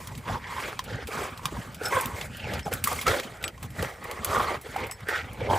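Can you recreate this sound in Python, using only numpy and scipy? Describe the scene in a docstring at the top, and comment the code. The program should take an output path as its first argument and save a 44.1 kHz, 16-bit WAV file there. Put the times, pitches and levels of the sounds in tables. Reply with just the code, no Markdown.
"""Dogs chewing a stick at night

Dogs tug and chew at a stick in a yard, heard close: rasping breaths of fluttering, resonant noise,
low growls of lumpy rumble and sine pulses, a harmonic yelp and a pulsed snarl.
Short damped rings make the knocks and the peaks of rasp and yelp, noise bursts split the stick, fibres
tick, and a collar tag clinks in high modes. A short scattered answer follows the hits, over faint night
air of shaped noise."""
import sys
import numpy as np
from scipy import signal
from scipy.fft import rfft, irfft, next_fast_len
from scipy.io import wavfile
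from scipy.ndimage import uniform_filter1d, map_coordinates

SR = 44100
rng = np.random.default_rng(int(sys.argv[2]) if len(sys.argv) > 2 else 0)


def store_wav(level_fs):
    """Save 16-bit WAV to argv[1]."""
    pcm = np.round(np.clip(np.atleast_2d(level_fs), -1, 1) * 32767)
    wavfile.write(sys.argv[1], SR, pcm.T.astype(np.int16))


N = 246078


def breath():
    """Turbulent air, chopped by fluttering tissue, rings in throat, mouth and palate; the jaw moves the mouth."""
    # wet hiss colour: f/Hz, level/dB
    wet_colour = [(300, -51), (1500, 10.5), (2600, -2.5), (3200, 2.5), (3800, -2.5), (4500, -3.5),
                  (7000, -14.5), (15800, -40), (15950, -120)]
    # thin hiss colour: f/Hz, level/dB
    thin_colour = [(300, -26), (3000, -1), (6000, 1.5), (8000, 4.5), (11000, 2), (15800, -1), (15950, -120)]
    rasp_db, throat_db, palate_db, wet_db, thin_db, mouth_hz, palate_hz = breathing()

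    flutter = amp(1.56 * wobble(110) + 0.11 * wobble(30))
    # wet tissue parting at uneven moments, 170 pops a second on average
    pops = (rng.random(N) < 170 / SR) * rng.standard_normal(N)
    turbulence = rng.standard_normal(N) + 0.52 * unit(pops)
    air = patchy(flutter * turbulence, depth_db=2.5)

    throat = unit(filtered(air, lambda hz: resonance(hz, 483, 385) ** 2 - 0.63 * resonance(hz, 849, 208) ** 2))
    mouth = moving(air, mouth_hz, width_hz=290)
    palate = moving(air, palate_hz + 110 * wobble(8.1), width_hz=570)  # the tongue shifts it about
    rasp = 0.42 * amp(rasp_db) * mouth + amp(throat_db) * throat + amp(palate_db) * palate

    wet = patchy(flutter * noise(wet_colour), depth_db=3.5)
    thin = patchy(amp(1.5 * wobble(70)) * noise(thin_colour), depth_db=2.5)
    return rasp + amp(wet_db + 3.5) * wet + amp(thin_db + 3.0) * thin


def breathing():
    """Each breath rises, holds and falls: five level curves in dB, then mouth and palate pitch in Hz."""
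    # breaths past the wood; levels before the mix gains, throat and palate relative to the rasp column:
    # start/s, rise/s, hold/s, fall/s, rasp level/dB, mouth f/Hz, throat level/dB, palate level/dB,
    # palate f/Hz, wet hiss level/dB, thin hiss level/dB
    breaths = np.array([(0, 0.0018, 0.023, 0.45, -40, 1030, -10.5, -11.5, 2100, -56, -53),
                        (0.231, 0.048, 0.073, 0.073, -26.5, 945, -13, -19.5, 1930, -43.5, -54),
                        (0.396, 0.036, 0.054, .05, -44.5, 1010, -13, 1, 2060, -49.5, -73),
                        (0.451, 0.056, 0.092, 0.054, -31.5, 1030, -17, -12, 2010, -47.5, -51.5),
                        (0.569, 0.031, 0.083, 0.15, -35, 1100, -5, -7, 2310, -43.5, -51),
                        (0.833, 0.069, 0.056, 0.043, -43, 1480, 3, -23, 2040, -43, -63),
                        (0.966, 0.025, 0.048, 0.022, -40.5, 1580, -6, -2.5, 1980, -49, -66),
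                        (1.062, 0.074, 0.11, 0.14, -30, 1200, -7.5, -11, 2290, -44, -47),
                        (1.342, 0.1, 0.045, 0.031, -33.5, 1070, -15.5, -20, 1960, -52.5, -57),
                        (1.494, 0.022, .12, 0.23, -42, 1150, -4.5, -20, 2100, -50.5, -55.5),
                        (1.774, 0.068, 0.03, 0.086, -26, 1470, -10.5, -16, 2200, -49, -46.5),
                        (1.88, 0.042, 0.052, 0.21, -23, 1016, -11, -11.5, 1950, -43.5, -41),
                        (2.085, 0.074, 0.1, 0.043, -51, 1190, 7.5, 7.5, 2240, -52, -50),
                        (2.288, 0.039, 0.12, 0.065, -49.5, 1950, -6, 2, 2870, -51.5, -62),
                        (2.372, .12, 0.077, 0.093, -39.5, 1340, 0.5, 0, 1890, -44, -55.5),
                        (2.647, 0.0092, 0.017, 0.06, -31, 753, -7, -19, 2000, -54, -50),
                        (2.71, 0.0087, 0.013, 0.11, -30, 1340, -7, -23, 2000, -42.5, -46),
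                        (2.827, .04, 0.1, 0.16, -32, 1160, -8, -10.5, 2100, -46, -41.5),
                        (3.056, 0.012, .03, 0.068, -22, 1360, -5, -7.5, 1870, -36, -41),
                        (3.089, 0.018, .055, 0.1, -28, 860, -0.5, -9, 1950, -36.5, -42.5),
                        (3.192, .02, 0.15, .06, -45.5, 1250, -4, -9, 1830, -56.5, -60),
                        (3.372, 0.041, 0.072, 0.028, -35, 1430, -5.5, -17, 1960, -57, -64),
                        (3.58, 0.059, 0.024, 0.02, -43, 1110, -5.5, -26, 2020, -57, -54.5),
                        (3.733, 0.06, 0.052, 0.15, -33, 1240, -2.5, -3.5, 1950, -45, -46),
                        (3.956, 0.088, 0.14, 0.11, -36, 1095, -5.5, -8.5, 2030, -54, -57.5),
                        (4.173, 0.14, 0.11, .14, -23, 1170, -9.5, -16.5, 2030, -42, -44),
                        (4.436, 0.047, 0.072, .035, -28, 1110, -8.5, -10.5, 1920, -45.5, -50),
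                        (4.631, 0.021, 0.085, 0.15, -42.5, 1330, -3.5, -7, 1880, -50, -55.5),
                        (4.738, 0.039, 0.063, 0.11, -27.5, 842, -8, -9.5, 2000, -49.5, -57),
                        (4.97, 0.023, 0.048, 0.024, -47, 1230, -11, -14, 2130, -57.5, -68),
                        (5.064, 0.029, 0.087, 0.08, -25, 1516, -13, -6.5, 1890, -41, -53),
                        (5.22, 0.037, 0.15, 0.15, -48.5, 1140, -2.5, -6.5, 2190, -59, -66),
                        (5.32, 0.13, 0.024, 0.036, -34, 900, 0.5, -7, 2250, -47.5, -76),
                        (5.475, 0.032, .1, .05, -23.5, 933, -3.5, -27, 2100, -41.5, -46.5)])
    edge_db = 20  # a breath starts and ends this far under its hold
    still_rasp_db, still_hiss_db = -58, -65.5  # floors between breaths

    t = np.arange(0, N, 32) / SR
    columns = breaths.T[..., None]
    start, rise, hold, fall, rasp_db, mouth_hz, throat_db, palate_db, palate_hz, wet_db, thin_db = columns
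    before = np.minimum((t - start - rise) / rise, 0)
    after = np.maximum((t - start - rise - hold) / fall, 0)
    shape_db = edge_db * (before - after)

    def power(db):
        return amp(2 * (db + shape_db)) + 1e-30

    def level(db, still_db=still_rasp_db):
        return 10 * np.log10(power(db).sum(0) + amp(2 * still_db))

    def blend(hz, db):
        """Pitch of overlapping breaths, weighted by their power."""
        return (power(db) * hz).sum(0) / power(db).sum(0)

    coarse = [level(rasp_db), level(rasp_db + throat_db), level(rasp_db + palate_db),
              level(wet_db, still_hiss_db), level(thin_db, still_hiss_db),
              blend(mouth_hz, rasp_db), blend(palate_hz, rasp_db + palate_db)]
    return [np.interp(np.arange(N) / SR, t, curve) for curve in coarse]


def growl():
    """A chest rumble that comes in uneven lumps, with single strong pulses that die in a few cycles."""
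    # rumble that swells and sinks: t/s, level/dB
    rumble_curve = [(0.0, -49), (0.29, -38.5), (0.81, -46), (0.95, -30.5), (0.99, -44), (1.49, -43),
                    (1.6, -31.5), (1.63, -46), (3.01, -39), (3.11, -35), (3.19, -48), (3.84, -38),
                    (3.96, -53), (4.43, -35), (4.62, -48), (4.88, -41), (4.96, -53), (5.58, -34.5)]
    # single chest pulses: t/s, level/dB (before the pulse and swell gains), f/Hz
    grunts = [(0.071, -33, 95.5), (0.113, -28.5, 120), (0.275, -49, 182), (0.305, -20.5, 99),
              (0.35, -29, 130), (0.926, -24, 105), (1.458, -34, 136), (1.578, -32.5, 240),
              (1.583, -21.5, 120.7), (1.768, -33, 180), (1.948, -24, 98), (2.128, -24, 88),
              (2.434, -25, 94), (2.558, -23, 101), (2.663, -22.5, 163), (2.801, -39, 85.06),
              (3.093, -21.5, 102), (3.251, -28.5, 216), (3.424, -32, 112), (3.643, -26, 111),
              (3.8, -22, 80), (4.129, -34, 86.1), (4.411, -30, 95), (4.69, -32, 101), (4.85, -29.5, 109),
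              (5.424, -21, 118)]
    # chest colour: f/Hz, level/dB per Hz
    chest_colour = [(20, -44), (35, -4.5), (55, -2), (85, 2.5), (115, -2), (160, -4.5), (250, -7.5),
                    (320, -18), (450, -36), (700, -120)]
    # rumble gathers round each pulse: level re pulse column, half width, delay
    swell_db, swell_s, swell_lag_s = -15.5, 0.025, 0.015

    t, pulses = np.arange(N) / SR, np.zeros(N)
    times, levels_db = np.transpose(rumble_curve)
    power = amp(2 * np.interp(t, times, levels_db))
    for s, db, hz in grunts:
        cycles = np.arange(SR // 12) / SR * hz
        add(pulses, s, amp(db + 5.5) * np.sin(2 * np.pi * cycles) * cycles * np.exp(-1.3 * cycles))
        swell = np.exp(-((t - s - swell_lag_s) / swell_s) ** 2)
        power = power + amp(2 * (db + swell_db)) * swell
    lumps = amp(4.5 * wobble(28))
    return pulses + np.sqrt(power) * unit(lumps * noise(chest_colour))


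def snarl():
    """Vocal folds slap shut once a cycle and ring the mouth; the chest hums at the pitch, sagging as it fades."""
    start_s, level_db, fade_db_per_s = 5.488, -25, 27
    pitch_hz, sag_hz_per_s = 98, 150

    t = np.arange(N) / SR - start_s
    sagging_hz = pitch_hz - sag_hz_per_s * np.clip(t - .03, 0, None)
    cycles = np.cumsum(sagging_hz * (1 + 0.0518 * wobble(60))) / SR
    slaps = np.diff(np.floor(cycles), prepend=0) * amp(1.6 * wobble(110))
    mouth = filtered(slaps, lambda hz: resonance(hz, 893, 180) ** 2 - 0.23 * resonance(hz, 620, 380) ** 2)
    hum = 0.62 * np.sin(2 * np.pi * cycles)
    onset = np.clip(t / 0.0066, 0, 1)
    return onset * amp(level_db - fade_db_per_s * np.abs(t)) * (unit(mouth) + hum)


def yelp():
    """A short hoarse yelp: a few harmonics, each of unsteady level, on an unsteady pitch."""
    start_s, length_s, pitch_hz = 1.922, 0.085, 513
    harmonics_db = [-31, -26.5, -31.5, -39]  # centre level of each, from the fundamental up

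    u = np.clip((np.arange(N) / SR - start_s) / length_s, 0, 1)
    phase = 2 * np.pi * np.cumsum(pitch_hz * (1 + .05 * wobble(160))) / SR
    voice = np.zeros(N)
    for k, db in enumerate(harmonics_db, start=1):
        voice += amp(db + 4.7 * wobble(90)) * np.sin(k * phase)
    return np.sin(np.pi * u) ** 0.47 * (u < 1) * voice


def splinters():
    """Splinters snap as short noise bursts, each a sharp and a dull resonance of the wood."""
    # splinters snapping: t/s, level/dB (before burst gains), dull part level/dB re the snap, t60/s
    cracks = [(0.0722, -25, -9.5, 0.035), (0.1516, -38, -2, 0.035), (0.1764, -33, -8, 0.065),
              (0.7916, -31, 8, 0.02), (0.8405, -31.5, -12.5, 0.068), (1.071, -27.5, -10, 0.094),
              (1.3753, -35, -3, 0.046), (1.4556, -15.5, -4.5, 0.022), (1.7449, -31, -8, 0.055),
              (1.8347, -34, -4, 0.03), (1.8592, -25, -4, 0.041), (1.8831, -22.5, -16, 0.03),
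              (2.0103, -14, -32, 0.029), (2.0577, -14, -13.5, 0.013), (2.2114, -37.5, 8.5, 0.05),
              (2.3695, -29, -29, 0.044), (2.5356, -30.5, 0.5, 0.067), (2.5925, -31, -1, 0.042),
              (2.7277, -22.5, -5, 0.021), (2.7372, -11.5, -24, 0.018), (2.8399, -8.5, -16.5, 0.051),
              (2.8729, -14, -18, 0.055), (2.9287, -19.5, -15, 0.025), (3.0126, -22.5, -8.5, 0.098),
              (3.0674, -24.5, 0.5, 0.053), (3.0789, -20, 1, 0.052), (3.1981, -30.5, 6, 0.03),
              (3.2324, -39, 4.5, 0.11), (3.3702, -46, -1, 0.031), (3.4271, -30, -6.5, 0.05),
              (3.4401, -24.5, 3, 0.026), (3.479, -21.5, -6, 0.021), (3.5783, -46, -2, 0.038),
              (3.6282, -26.5, -13.5, 0.051), (3.704, -37, -17, 0.065), (3.8257, -23, -5, 0.021),
              (4.0412, -28, -21, 0.035), (4.1126, -22.5, -11, 0.024), (4.2462, -9.5, -18.5, 0.029),
              (4.6129, -32.5, -21, 0.09), (4.7631, -28, -10.5, 0.04), (4.8678, -28, -22, 0.035),
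              (4.9117, -22, -13.5, 0.033), (4.9224, -27, -29, 0.032), (5.0063, -36, -10, 0.02),
              (5.0853, -25.5, -10, 0.1), (5.3318, -32, -26, 0.035), (5.4046, -47, -1, 0.03)]

    sharp, dull = np.zeros(N), np.zeros(N)
    t = np.arange(SR // 8) / SR
    for s, db, dull_db, t60 in cracks:
        tear = amp(-60 * t / t60) + 0.9 * amp(-60 * t / 0.006)  # a slower tearing and a sharp snap
        burst = amp(db - 6) * tear * (1 - np.exp(-t / 0.0003))
        add(sharp, s, 0.96 * burst * rng.standard_normal(len(t)))
        add(dull, s, 4.6 * amp(dull_db) * burst * rng.standard_normal(len(t)))
    sharp_ring = filtered(sharp, lambda hz: resonance(hz, 11400, 7900))
    dull_ring = filtered(dull, lambda hz: resonance(hz, 2550, 1950))
    return sharp_ring + dull_ring


def short_rings():
    """Knocks, short peaks of rasp and yelp, and small bites: each a damped pair of sines, high ones dying sooner."""
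    t60_s = 0.022  # at 1 kHz

    out, t = np.zeros(N), np.arange(SR // 8) / SR
    for s, db, hz in ring_events():
        upper_hz = hz * rng.uniform(1.47, 1.9)
        ring = np.sin(2 * np.pi * hz * t) + 0.26 * np.sin(2 * np.pi * upper_hz * t)
        decay_db = 60 * t / t60_s * (hz / 1000) ** 0.32
        add(out, s, amp(db + 1.5 - decay_db) * (1 - np.exp(-t / 0.0011)) * ring)
    return out


def ring_events():
    """The listed rings, and small random bites that follow the rasp in strength and the mouth in pitch."""
    # knocks, and short ringing peaks of the rasp and the yelp: t/s, level/dB (before the ring gain), f/Hz
    listed = [(0.276, -41, 935), (0.297, -17.5, 714), (0.34, -27, 900), (0.792, -17, 1010),
              (0.916, -25.5, 484), (0.987, -27.5, 493), (1.087, -25, 456), (1.141, -25, 1120),
              (1.191, -22, 560), (1.455, -17.5, 1140), (1.523, -25.5, 368), (1.568, -24, 965),
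              (1.814, -21, 456), (1.925, -14, 969), (1.966, -11, 1064), (2.47, -27, 580), (2.667, -19, 810),
              (2.679, -19, 700), (2.718, -20.5, 493), (2.839, -27, 2500), (2.873, -10, 1152),
              (2.916, -19.5, 1126), (2.99, -18.5, 2150), (3.067, -9.5, 1330), (3.08, -10.5, 1336),
              (3.439, -23, 2400), (3.578, -36.5, 1050), (3.828, -18, 480), (4.347, -11, 1140),
              (4.359, -12, 1400), (4.396, -13, 1110), (4.662, -28, 444), (4.761, -14, 788),
              (5.087, -21.5, 430), (5.415, -18, 500), (5.448, -25, 590)]
    gnaws_per_s, gnaw_db = 25, 0.25  # small bites; least level over the rasp curve

    rasp_db, *_, mouth_hz, _ = breathing()
    draw = rng.random((round(gnaws_per_s * N / SR), 3))
    at = (draw[:, 0] * N).astype(int)
    small_db = rasp_db[at] + gnaw_db - 2.15 * np.log(draw[:, 1])  # a few come out much louder
    small_hz = mouth_hz[at] * 1.5 ** (draw[:, 2] - .55)
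    return [*listed, *zip(at / SR, small_db, small_hz)]


def fibres(count):
    """Tiny fibres and spit tick at random, following the wet hiss; each rings a few cycles at its own pitch."""
    draw, t = rng.random((count, 3)), np.arange(200) / SR
    at = (draw[:, 0] * (N - 200)).astype(int)
    hz = 1200 * 9 ** draw[:, 1:2]
    wet_db = breathing()[3][at, None]
    size = amp(wet_db + 5.5 - 3.35 * np.log(draw[:, 2:]))
    ticks = size * np.sin(2 * np.pi * hz * t) * np.exp(-hz * t / 1.6)
    places = at[:, None] + np.arange(200)
    return np.bincount(places.ravel(), ticks.ravel(), N)


def tags():
    """A metal tag on the chain collar rings in a few high modes, roughened as it chatters against the links."""
    # clinks: t/s, level/dB, extra level/dB of the modes above 6 kHz
    clinks = [(1.855, -32, -5), (2.63, -46, -10), (3.441, -48, 20), (4.912, -42, 5)]
    # modes of the tag: f/Hz, level/dB, t60/s
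    modes = [(5330, 0, .12), (5450, -9, .05), (7960, 0, .09), (8610, -6, .04), (11300, -14, .04)]

    out, t = np.zeros(N), np.arange(SR // 4) / SR
    for s, db, upper_db in clinks:
        chatter = amp(4 * wobble(160)[:len(t)])
        for hz, mode_db, t60 in modes:
            level_db = db + mode_db + upper_db * (hz > 6000)
            add(out, s, amp(level_db - 60 * t / t60) * chatter * np.sin(2 * np.pi * hz * t))
    return out


def yard(x):
    """The ground, trunk and fence send back a short scattered answer: a decaying noise tail, 3 ms late."""
    t = np.arange(SR // 8) / SR
    tail = rng.standard_normal(len(t)) * amp(-60 * t / 0.065)
    return signal.fftconvolve(np.pad(x, (130, 0)), tail / np.linalg.norm(tail))[:N]


def night_air():
    """Faint night air: noise weighted to the lows."""
    # night air colour: f/Hz, level/dB per Hz
    air_colour = [(18, -38), (30, 25), (95, 22), (311, -7), (575, 4.5), (1010, 4), (1220, -15.5),
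                  (6250, -73), (8500, -63), (11000, -58), (18700, -120)]
    return amp(-50.5) * noise(air_colour)


def amp(db):
    """Decibels to a linear factor."""
    return 10 ** (np.asarray(db) / 20)


def unit(x):
    """x scaled to an RMS of 1."""
    return x / np.sqrt(np.mean(np.abs(x) ** 2) + 1e-20)


def along(points, hz):
    """Interpolate (Hz, value) points on a log frequency axis."""
    f, v = np.transpose(points)
    return np.interp(np.log(hz + 1), np.log(f + 1), v)


def wobble(rate):
    """A smooth random curve, rate knots a second."""
    knots = rng.standard_normal(int(N * rate / SR) + 4)
    return map_coordinates(knots, [np.arange(N) * rate / SR])


def filtered(x, response):
    """x times a complex response of frequency."""
    m = next_fast_len(N + SR // 2)
    return irfft(rfft(x, m) * response(np.fft.rfftfreq(m, 1 / SR)), m)[..., :N]


def resonance(f, hz, width_hz):
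    """A causal resonance of peak gain 1."""
    return 1j * f * width_hz / (hz * hz - f * f + 1j * f * width_hz)


def noise(spectrum):
    """Noise of RMS 1 coloured by (Hz, dB) points."""
    return unit(filtered(rng.standard_normal(N), lambda hz: amp(along(spectrum, hz))))


def add(track, s, sound):
    """Mix sound into track at s seconds."""
    at = round(s * SR)
    track[at:at + len(sound)] += sound[:len(track) - at]


def moving(x, centre_hz, width_hz):
    """x through a doubled resonance whose centre follows a curve, at RMS 1."""
    f, t, z = signal.stft(x, SR, nperseg=1024, noverlap=896)
    frame_hz = centre_hz[np.clip((t * SR).astype(int), 0, N - 1)]
    shape = resonance(f[:, None], frame_hz, width_hz) ** 2
    return unit(signal.istft(z * shape, SR, nperseg=1024, noverlap=896)[1][:N])


def patchy(x, depth_db):
    """Random patches of gain over time and frequency, at RMS 1."""
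    z = signal.stft(x, nperseg=256)[2]
    across_bands = uniform_filter1d(rng.standard_normal(z.shape), 4, 0)
    field = uniform_filter1d(across_bands, 8, 1)
    return unit(signal.istft(z * amp(depth_db * unit(field)), nperseg=256)[1][:N])


def scene():
    """Mix the layers, then widen: left and right differ by scattered sound of equal overall level."""
    # left-right likeness: f/Hz, likeness (1 = identical)
    likeness = [(40, .99), (150, .985), (600, .95), (1500, .88), (2300, .97), (4000, .95), (16000, .99)]
    hits = splinters() + short_rings() + tags() + fibres(count=400)
    near = breath() + growl() + snarl() + yelp() + hits + amp(-9.0) * yard(hits) + night_air()
    scattered = unit(yard(near)) * np.std(near)

    def turn(hz):
        return np.arccos(np.clip(along(likeness, hz), 0, 1)) / 2

    mid = filtered(near, lambda hz: np.cos(turn(hz)))
    side = filtered(scattered, lambda hz: np.sin(turn(hz)))
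    return np.array([mid + side, mid - side])


def record(dry):
    """Two phone ports differ in phase and level; the deepest bass and all above the band limit are cut."""
    # left minus right: f/Hz, level/dB
    tilt = [(60, -.4), (180, -.6), (550, -1.2), (1650, -1.8), (4970, 1.3), (8000, 0)]
    # lag of the left port, before the treble slip: f/Hz, phase/rad
    lag = [(100, 0), (700, .3), (1200, .3), (1700, .45), (2300, 0), (3300, -.25), (4500, 0)]
    top_hz, bass_cut_hz = 16500, 43.5

    def ports(hz):
        # above about 8 kHz the ports slip half a turn every 1555 Hz, in five soft steps
        steps = np.clip((hz - 7940) / 1555, 0, 5)
        stairs = steps - .75 * np.sin(2 * np.pi * steps) / (2 * np.pi)
        slip = np.pi * stairs * np.clip((hz - 8100) / 1250, 0, 1)
        side = np.array([[-.5], [.5]])  # left, right
        phase = np.exp(1j * (slip + along(lag, hz)) * side)
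        band = (hz < top_hz) * hz ** 4 / (hz ** 4 + bass_cut_hz ** 4)
        return phase * amp(-side * along(tilt, hz)) * band

    return filtered(dry, ports)


dry = scene()
out = record(dry)
store_wav(out)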